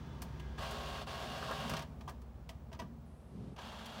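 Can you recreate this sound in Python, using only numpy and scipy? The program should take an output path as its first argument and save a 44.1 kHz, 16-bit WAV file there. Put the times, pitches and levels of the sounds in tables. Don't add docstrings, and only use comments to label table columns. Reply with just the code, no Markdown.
import sys
import numpy as np
from scipy import signal
from scipy.fft import rfft, irfft
from scipy.io import wavfile
from scipy.ndimage import uniform_filter1d

SR = 44100
rng = np.random.default_rng(int(sys.argv[2]) if len(sys.argv) > 2 else 0)


def persist_wave(psi):
    counts = np.round(np.clip(psi, -1, 1) * 32767).astype(np.int16)
    wavfile.write(sys.argv[1], SR, np.atleast_2d(counts).T)


N = 176400
T = np.arange(N) / SR

# pitch_hz, level_db
GEAR_PARTIALS = [(420, -63.5), (546, -59.5), (716, -59.5), (785, -58), (945, -61), (1092.5, -55.5),
                 (1177, -61.5), (1568, -65.5), (1638, -62), (2746, -67), (3090, -66.5), (3408, -76),
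                 (3671, -68), (4377, -83)]
# pitch_hz, width_hz, relative_db
FRAME_RESONANCES = [(1619, 41, 1), (2820, 100, 2.5), (3310, 180, -0.5), (4444, 110, -6)]
REFERENCE_EFFORT_DB, FRAME_DB, RATTLE_DB = -43.5, -9.5, 0.96
def gear_train(runs, spectrum, friction_db, partials_db=0, speed=1):
    effort = sum(level(run) * switched(run[0][0], run[-1][0]) for run in runs)
    clock = speed * wavering_clock(wobble=0.0026, rate_hz=8.2)
    rattle = rms_one(from_db(RATTLE_DB * drift(rate_hz=120)))
    partials = tones(GEAR_PARTIALS, clock, flutter_db=-1, flutter_hz=8.7)
    rubbing = noise(spectrum) + from_db(FRAME_DB) * ringing(FRAME_RESONANCES)
    friction = from_db(friction_db) * rattle * rubbing
    return effort * (friction + from_db(partials_db - REFERENCE_EFFORT_DB) * partials)


# time_s, effort_db
FIRST_EFFORT = [(0.585, -47.5), (0.62, -42.5), (0.72, -43.5), (0.8, -44), (1.025, -44.5)]
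SECOND_EFFORT = [(1.075, -44), (1.36, -44), (1.6, -42), (1.76, -43), (1.825, -50)]
SLOW_EFFORT = [(3.585, -52.5), (4.0, -51.5)]
# frequency_hz, relative_db
FAST_SPECTRUM = [(340, -14), (410, -6.5), (470, -12), (640, -1), (790, -7.5), (860, -9), (1080, -6.5),
                 (1420, -9.5), (1700, -13.5), (2200, -16), (2950, -13.5), (4800, -17.5), (6500, -25),
                 (11000, -33.5), (15500, -36.5)]
SLOW_SPECTRUM = [(230, 6.5), (330, -23), (410, -11.5), (640, -1.5), (1100, -4), (2280, -15.5), (3300, -10),
                 (8500, -28.5), (15500, -36)]
def gear_runs():
    fast = gear_train([FIRST_EFFORT, SECOND_EFFORT], FAST_SPECTRUM, friction_db=-3)
    slow = gear_train([SLOW_EFFORT], SLOW_SPECTRUM, friction_db=1.5, partials_db=-2.5, speed=0.82)
    return fast + slow


# start_s, knock_db, crack_db, tick_db
CONTACTS = [(0.2185, -47.5, -47.5, -46), (0.396, -54.5, -50, -63), (0.58, -45.5, -50.5, -72),
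            (0.709, -58, -50, -50.5), (1.51, -37.5, -51, -53), (1.695, -45, -40, -45),
            (1.735, -46, -40, -55), (1.7664, -51, -38.5, -52), (1.791, -48, -43.5, -56),
            (1.8203, -46.5, -47, -58.5), (2.008, -54, -54, -67), (2.077, -50.5, -55, -60),
            (2.083, -48, -50.5, -64), (2.093, -54, -52, -55), (2.216, -61, -67, -68),
            (2.4903, -49.5, -45.5, -54.5), (2.716, -51, -61, -82), (2.7276, -52, -50.5, -62.5),
            (2.746, -56, -56.5, -78), (2.79, -49, -50.5, -63), (2.7962, -46, -45, -58),
            (2.817, -49.5, -55.5, -68), (3.562, -54.5, -54, -71), (3.587, -47.5, -51.5, -73),
            (3.858, -60, -49, -53.5)]
# pitch_hz, width_hz, relative_db
KNOCK_RESONANCES = [(384, 160, -9.5), (653, 42, -1), (962, 68, -3), (1191, 47, -5), (1628, 154, -13.5)]
CRACK_RESONANCES = [(1893, 87, 6), (2330, 570, 3), (3070, 420, 3), (3580, 1600, -5), (5200, 1100, -6),
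                    (5960, 330, -7.5)]
# frequency_hz, relative_db
TICK_SPECTRUM = [(4500, -2.5), (6500, -4), (10500, -7.5), (15500, -8.5)]
def clacks():
    knocks, cracks, ticks = ([(s, db[band]) for s, *db in CONTACTS] for band in range(3))
    knock = struck(knocks, t60_s=0.16) * steadied(ringing(KNOCK_RESONANCES), window_s=0.0081)
    crack = struck(cracks, t60_s=0.06) * steadied(ringing(CRACK_RESONANCES), window_s=0.0045)
    tick = struck(ticks, t60_s=0.073, attack_s=0.0013) * noise(TICK_SPECTRUM)
    return knock + crack + tick


# start_s, level_db
STOP_BLOWS = [(1.425, -36), (1.49, -36), (1.508, -30.5), (1.712, -37.5), (1.736, -35.5)]
# pitch_hz, width_hz, relative_db
STOP_RESONANCES = [(523, 75, -3.5), (1134, 150, -2), (1370, 90, -6)]
def carriage_bumps():
    return struck(STOP_BLOWS, t60_s=0.052) * steadied(ringing(STOP_RESONANCES), window_s=0.0053)


# start_s, level_db
JOLTS = [(1.303, -45), (1.645, -45.5), (1.72, -38.5), (2.808, -46.5)]
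# pitch_hz, width_hz, relative_db
CABINET_RESONANCES = [(167, 59, 0), (239, 24, 0)]
def cabinet_thumps():
    return struck(JOLTS, t60_s=0.23) * steadied(ringing(CABINET_RESONANCES), window_s=0.026)


# start_s, level_db
PAWL_IMPACTS = [(2.075, -47), (2.086, -51)]
LOCK_IMPACTS = [(2.7945, -42)]
# pitch_hz, relative_db
PAWL_PARTIALS = [(732, -3.5), (996, 1.5), (1150, -2), (3130, -11)]
LOCK_PARTIALS = [(672, -5.5), (962, 1.5), (1930, -9.5)]
def latches():
    out = 0
    for impacts, partials in (PAWL_IMPACTS, PAWL_PARTIALS), (LOCK_IMPACTS, LOCK_PARTIALS):
        clock = wavering_clock(wobble=0.025, rate_hz=62.7)
        out += struck(impacts, t60_s=0.081) * tones(partials, clock, flutter_db=3, flutter_hz=78)
    return out


# time_s, level_db
GLIDE_LEVEL = [(3.25, -63), (3.36, -46), (3.47, -47.5), (3.53, -52)]
# frequency_hz, relative_db
GLIDE_SPECTRUM = [(115, 2), (240, -1), (310, -14), (400, -8.5), (600, -21.5), (1800, -40), (3300, -39),
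                  (7000, -48.5)]
def carriage_glide():
    envelope = level(GLIDE_LEVEL) * switched(GLIDE_LEVEL[0][0], GLIDE_LEVEL[-1][0])
    return envelope * steadied(noise(GLIDE_SPECTRUM), window_s=0.074)


# pitch_hz, level_db
FEED_PARTIALS = [(910, -70), (1244, -79), (1572, -78), (1637, -75), (2067, -77.5), (3004, -82),
                 (3445, -77.5), (5841, -87), (6310, -92)]
# frequency_hz, relative_db
FEED_SPECTRUM = [(370, 10.5), (480, -14), (980, 1), (1500, -5), (2300, -11.5), (3100, -9.5), (4200, -15),
                 (5800, -18.5), (10000, -37)]
FEED_END_S, WHIR_DB = 0.58, -59.5
def feed_motor():
    clock = wavering_clock(wobble=0.00133, rate_hz=14)
    partials = tones(FEED_PARTIALS, clock, flutter_db=4, flutter_hz=5.9)
    return switched(0, FEED_END_S) * (from_db(WHIR_DB) * noise(FEED_SPECTRUM) + partials)


# time_s, relative_db
RUMBLE_LEVEL = [(0, -48), (1.2, -51), (1.55, -47.5), (1.72, -44), (1.82, -49), (2.08, -52), (2.25, -57.5),
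                (2.65, -54.5), (2.9, -50), (3.2, -58), (4.0, -57.5)]
# frequency_hz, relative_db
RUMBLE_SPECTRUM = [(90, -24), (115, -1.5), (150, 2), (190, -7.5), (236, -1.5), (320, -22.5), (520, -22.5),
                   (900, -42)]
def cabinet_rumble(gain_db=-1):
    return from_db(gain_db) * level(RUMBLE_LEVEL) * steadied(noise(RUMBLE_SPECTRUM), window_s=0.08)


# time_s, relative_db
HUM_LEVEL = [(0, -48.5), (0.6, -48), (1.3, -53), (2.0, -51), (4.0, -56)]
# frequency_hz, relative_db
HUM_PARTIALS = [(48.5, -11.5), (64.3, -2.5), (80, -8.5)]
HUM_SPECTRUM = [(46, -9), (68, -3.5), (85, -2), (105, -1.5)]
def low_hum(noise_db=-5.5):
    clock = wavering_clock(wobble=0.0262, rate_hz=2.36)
    partials = tones(HUM_PARTIALS, clock, flutter_db=2, flutter_hz=2.8)
    return level(HUM_LEVEL) * (partials + from_db(noise_db) * noise(HUM_SPECTRUM))


# pitch_hz, level_db
HOLD_PARTIALS = [(8150, -86), (10869, -84.5), (13587, -91)]
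# time_s, db_per_partial
HOLD_TILT = [(3.06, 0), (3.4, -1), (3.56, -7)]
HOLD_START_S, HOLD_END_S = HOLD_TILT[0][0], HOLD_TILT[-1][0]
def driver_whine():
    whine = sum(level(HOLD_TILT) ** k * tones([partial], T, flutter_db=k, flutter_hz=4)
                for k, partial in enumerate(HOLD_PARTIALS))
    return switched(HOLD_START_S, HOLD_END_S) * whine


# pitch_hz, level_db
SIZZLE_PARTIALS = [(13960, -99), (15256, -94), (15690, -93)]
def treble_sizzle():
    return switched(0, HOLD_START_S) * tones(SIZZLE_PARTIALS, T, flutter_db=5, flutter_hz=150)


# time_s, level_db
AIR_LEVEL = [(0, -61), (1.9, -60.5), (2.3, -63.5), (4, -65)]
# frequency_hz, relative_db
AIR_SPECTRUM = [(350, -2), (700, -4.5), (1200, -11), (1850, -20), (6000, -30.5), (15000, -39.5)]
def room_air():
    return level(AIR_LEVEL) * noise(AIR_SPECTRUM)


def from_db(db):
    return 10 ** (np.asarray(db) / 20)


def rms_one(x):
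    return x / np.sqrt(np.mean(x ** 2) + 1e-20)


def level(rows):
    return from_db(np.interp(T, *np.transpose(rows)))


def drift(rate_hz):
    hz = np.fft.rfftfreq(N, 1 / SR)
    return rms_one(irfft(rfft(rng.standard_normal(N)) / (1 + (hz / rate_hz) ** 2), N))


def noise(spectrum):
    hz = np.fft.rfftfreq(N, 1 / SR) + 1e-3
    points_hz, db = np.transpose(spectrum)
    shape = from_db(np.interp(np.log(hz), np.log(points_hz), db))
    skirts = np.minimum(1, np.minimum(hz / points_hz[0], points_hz[-1] / hz)) ** 4
    return rms_one(irfft(rfft(rng.standard_normal(N)) * shape * skirts, N))


def ringing(modes):
    out = 0
    for hz, width_hz, db in modes:
        r = np.exp(-2 * np.pi * width_hz / SR)
        gain = (1 - r * r) / 2
        stage = [gain, 0, -gain, 1, -2 * r * np.cos(2 * np.pi * hz / SR), r * r]
        out += from_db(db) * signal.sosfilt([stage, stage], rng.standard_normal(N))
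    return rms_one(out)


def steadied(x, window_s):
    return x / np.sqrt(uniform_filter1d(x * x, max(8, int(window_s * SR))) + 1e-9)


def tones(partials, clock, flutter_db, flutter_hz):
    out = 0
    for hz, db in partials:
        amplitude = np.sqrt(2) * from_db(db + flutter_db * drift(flutter_hz))
        out += amplitude * np.sin(2 * np.pi * (hz * clock + rng.random()))
    return out


def wavering_clock(wobble, rate_hz):
    return np.cumsum(1 + wobble * drift(rate_hz)) / SR


def switched(start_s, stop_s, rise_s=0.011, coast_s=0.017):
    rise = np.clip((T - start_s) / rise_s + 1, 0, 1)
    return rise * np.exp(-np.maximum(T - stop_s, 0) / coast_s)


ROOM_DB, ROOM_T60_S = -21.5, 0.36
def struck(blows, t60_s, attack_s=0.0033):
    impulses = np.zeros(N)
    for start_s, db in blows:
        impulses[int(start_s * SR)] += from_db(db) ** 2
    attack = np.minimum(T / attack_s, 1) ** 2
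    decay = from_db(-60 * T / t60_s) ** 2 + from_db(ROOM_DB - 60 * T / ROOM_T60_S) ** 2
    energy = signal.fftconvolve(impulses, attack * decay)[:N]
    return np.sqrt(np.abs(energy))


def scene():
    motion = gear_runs() + carriage_glide() + feed_motor()
    impacts = clacks() + carriage_bumps() + cabinet_thumps() + latches()
    background = cabinet_rumble() + low_hum() + treble_sizzle() + driver_whine() + room_air()
    return np.tile(motion + impacts + background, (2, 1))


CUTOFF_HZ = 15850
def record(dry):
    return signal.sosfilt(signal.ellip(12, .1, 80, CUTOFF_HZ, fs=SR, output="sos"), dry)


dry = scene()
out = record(dry)
persist_wave(out)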